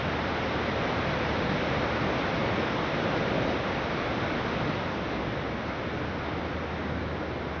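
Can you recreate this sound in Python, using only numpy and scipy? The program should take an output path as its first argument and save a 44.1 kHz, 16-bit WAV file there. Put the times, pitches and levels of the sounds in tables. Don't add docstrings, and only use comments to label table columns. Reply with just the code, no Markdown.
import sys
import numpy as np
from scipy import signal
from scipy.fft import rfft, irfft
from scipy.io import wavfile
from scipy.ndimage import uniform_filter1d

SR = 44100
rng = np.random.default_rng(int(sys.argv[2]) if len(sys.argv) > 2 else 0)


def wrap_up_sound(samples):
    columns = np.atleast_2d(samples).T
    tamed = np.clip(columns, -1, 1)
    steps = np.round(tamed * 32767).astype(np.int16)
    wavfile.write(sys.argv[1], SR, steps)


N = 335160

# freq_hz, relative_density_db
SEA_BASS = [(20, -28), (31, -25), (42, -9), (53, -11.5), (70, -4.5), (115, 1), (200, 0), (315, -0.5),
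            (400, -3.5)]
# freq_hz, relative_density_db
SEA_UPPER = [(540, -3), (740, -7), (1000, -9.5), (1400, -10), (1800, -13), (2200, -13.5), (2600, -18),
             (3100, -20.5), (3750, -21), (4600, -30), (5400, -31), (6000, -36), (6400, -43), (7000, -55)]
# time_s, level_db
WHITE_WATER = [(0.0, -35.5), (0.7, -35), (1.6, -34.5), (2.8, -35.0), (3.35, -35.5), (3.8, -36), (4.4, -36),
               (5.3, -39.5), (6.2, -40), (7.6, -42)]
# crest_s, boom_db, hollow_db
BREAKER_CRESTS = [(1.42, -33.5, -48), (1.72, -38, -38), (2.06, -35, -43), (2.42, -33.5, -37),
                  (3.1, -34, -37.5), (3.38, -31.5, -33.5), (4.2, -37, -53), (4.65, -34.5, -43.5),
                  (5.22, -39, -42), (5.88, -37.5, -56), (6.9, -37, -44)]
# time_s, pitch_hz, peak_db
ENGINE_TONE = [(0, 79, -45), (.3, 79, -38), (1.7, 74, -43.5), (2.6, 70, -53), (4.7, 59, -56),
               (5.15, 62, -46), (5.9, 75, -42), (6.55, 79, -37.7), (7.6, 76, -40)]


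def surf(foam_lag_s=0.15):
    swell_db, = curves(WHITE_WATER)
    surge_db = swell_db - swell_db.mean()
    time_s = np.arange(N) / SR
    late_surge_db = np.interp(time_s - foam_lag_s, time_s, surge_db)
    crash, roar = breakers()
    rumble_gain = np.hypot(gain(-45.5 + 0.5 * surge_db), gain(-15) * crash)
    boom_gain = np.hypot(gain(-35.5 + 0.55 * surge_db), crash)
    shore_gain = gain(-37.5 + 0.32 * surge_db)
    hollow_gain = np.hypot(gain(-41 + 1.62 * surge_db), roar)
    wash_gain = gain(-35.5 + 0.86 * surge_db)
    foam_gain = gain(-42.4 + 1.2 * late_surge_db)
    rumble = rumble_gain * water(15, 85, patch_db=0.5, patch_frames=30, patch_bins=3)
    boom = boom_gain * water(90, 356, patch_db=0.2, patch_frames=24, patch_bins=5)
    far_shore = shore_gain * water(320, 750)
    hollow = hollow_gain * water(474, 620)
    wash = wash_gain * water(740, 2210, patch_db=0.37, patch_frames=16, patch_bins=14)
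    foam = foam_gain * water(2164, 7500, patch_db=0.6, patch_frames=12, patch_bins=24)
    return rumble + boom + far_shore + hollow + wash + foam


def breakers(build_s=0.086, collapse_s=0.18):
    time_s = np.arange(N) / SR
    power = np.zeros((2, N))
    for crest_s, boom_db, hollow_db in BREAKER_CRESTS:
        width_s = np.where(time_s < crest_s, build_s, collapse_s)
        envelope = np.exp(-((time_s - crest_s) / width_s) ** 2)
        power += gain([[boom_db], [hollow_db]]) ** 2 * envelope
    return np.sqrt(power)


def water(low_hz, high_hz, patch_db=0, patch_frames=1, patch_bins=1):
    real, imag, patches = rng.standard_normal((3, N // 256 + 5, 513))
    patches = uniform_filter1d(patches, patch_frames, axis=0)
    patches = unit_rms(uniform_filter1d(patches, patch_bins, axis=1))
    field = (real + 1j * imag) * gain(patch_db * patches)
    noise = signal.istft(field.T, nperseg=1024, noverlap=768)[1][:N]
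    freq_hz = np.fft.rfftfreq(N, 1 / SR) + 1
    band = 1 / np.sqrt((1 + (low_hz / freq_hz) ** 10) * (1 + (freq_hz / high_hz) ** 10))
    sea_hz, sea_db = np.transpose(SEA_BASS + SEA_UPPER)
    colour_db = np.interp(np.log(freq_hz + 1), np.log(sea_hz), sea_db)
    return unit_rms(irfft(rfft(noise) * band * gain(colour_db), N))


def engine(waver_db=1.5, wander_ratio=0.0037):
    pitch_hz, peak_db = curves(ENGINE_TONE)
    phase_turns = np.cumsum(pitch_hz * (1 + wander_ratio * drift(rate_hz=3.6))) / SR
    return gain(peak_db + waver_db * drift(rate_hz=5)) * np.sin(2 * np.pi * phase_turns)


def drift(rate_hz):
    freq_hz = np.fft.rfftfreq(N, 1 / SR)
    lowpass = np.exp(-(freq_hz / rate_hz) ** 2)
    return unit_rms(irfft(rfft(rng.standard_normal(N)) * lowpass, N))


def curves(rows):
    time_s, *columns = np.transpose(rows)
    return [np.interp(np.arange(N) / SR, time_s, column) for column in columns]


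def gain(level_db):
    return 10 ** (np.asarray(level_db) / 20)


def unit_rms(x):
    return x / np.sqrt(np.mean(x ** 2) + 1e-20)


def scene():
    return (surf() + engine())[None]


def record(dry, cutoff_hz=7100):
    taps = signal.firwin(1023, cutoff_hz, window=("kaiser", 9), fs=SR)
    return signal.oaconvolve(dry, taps[None], "same")


dry = scene()
out = record(dry)
wrap_up_sound(out)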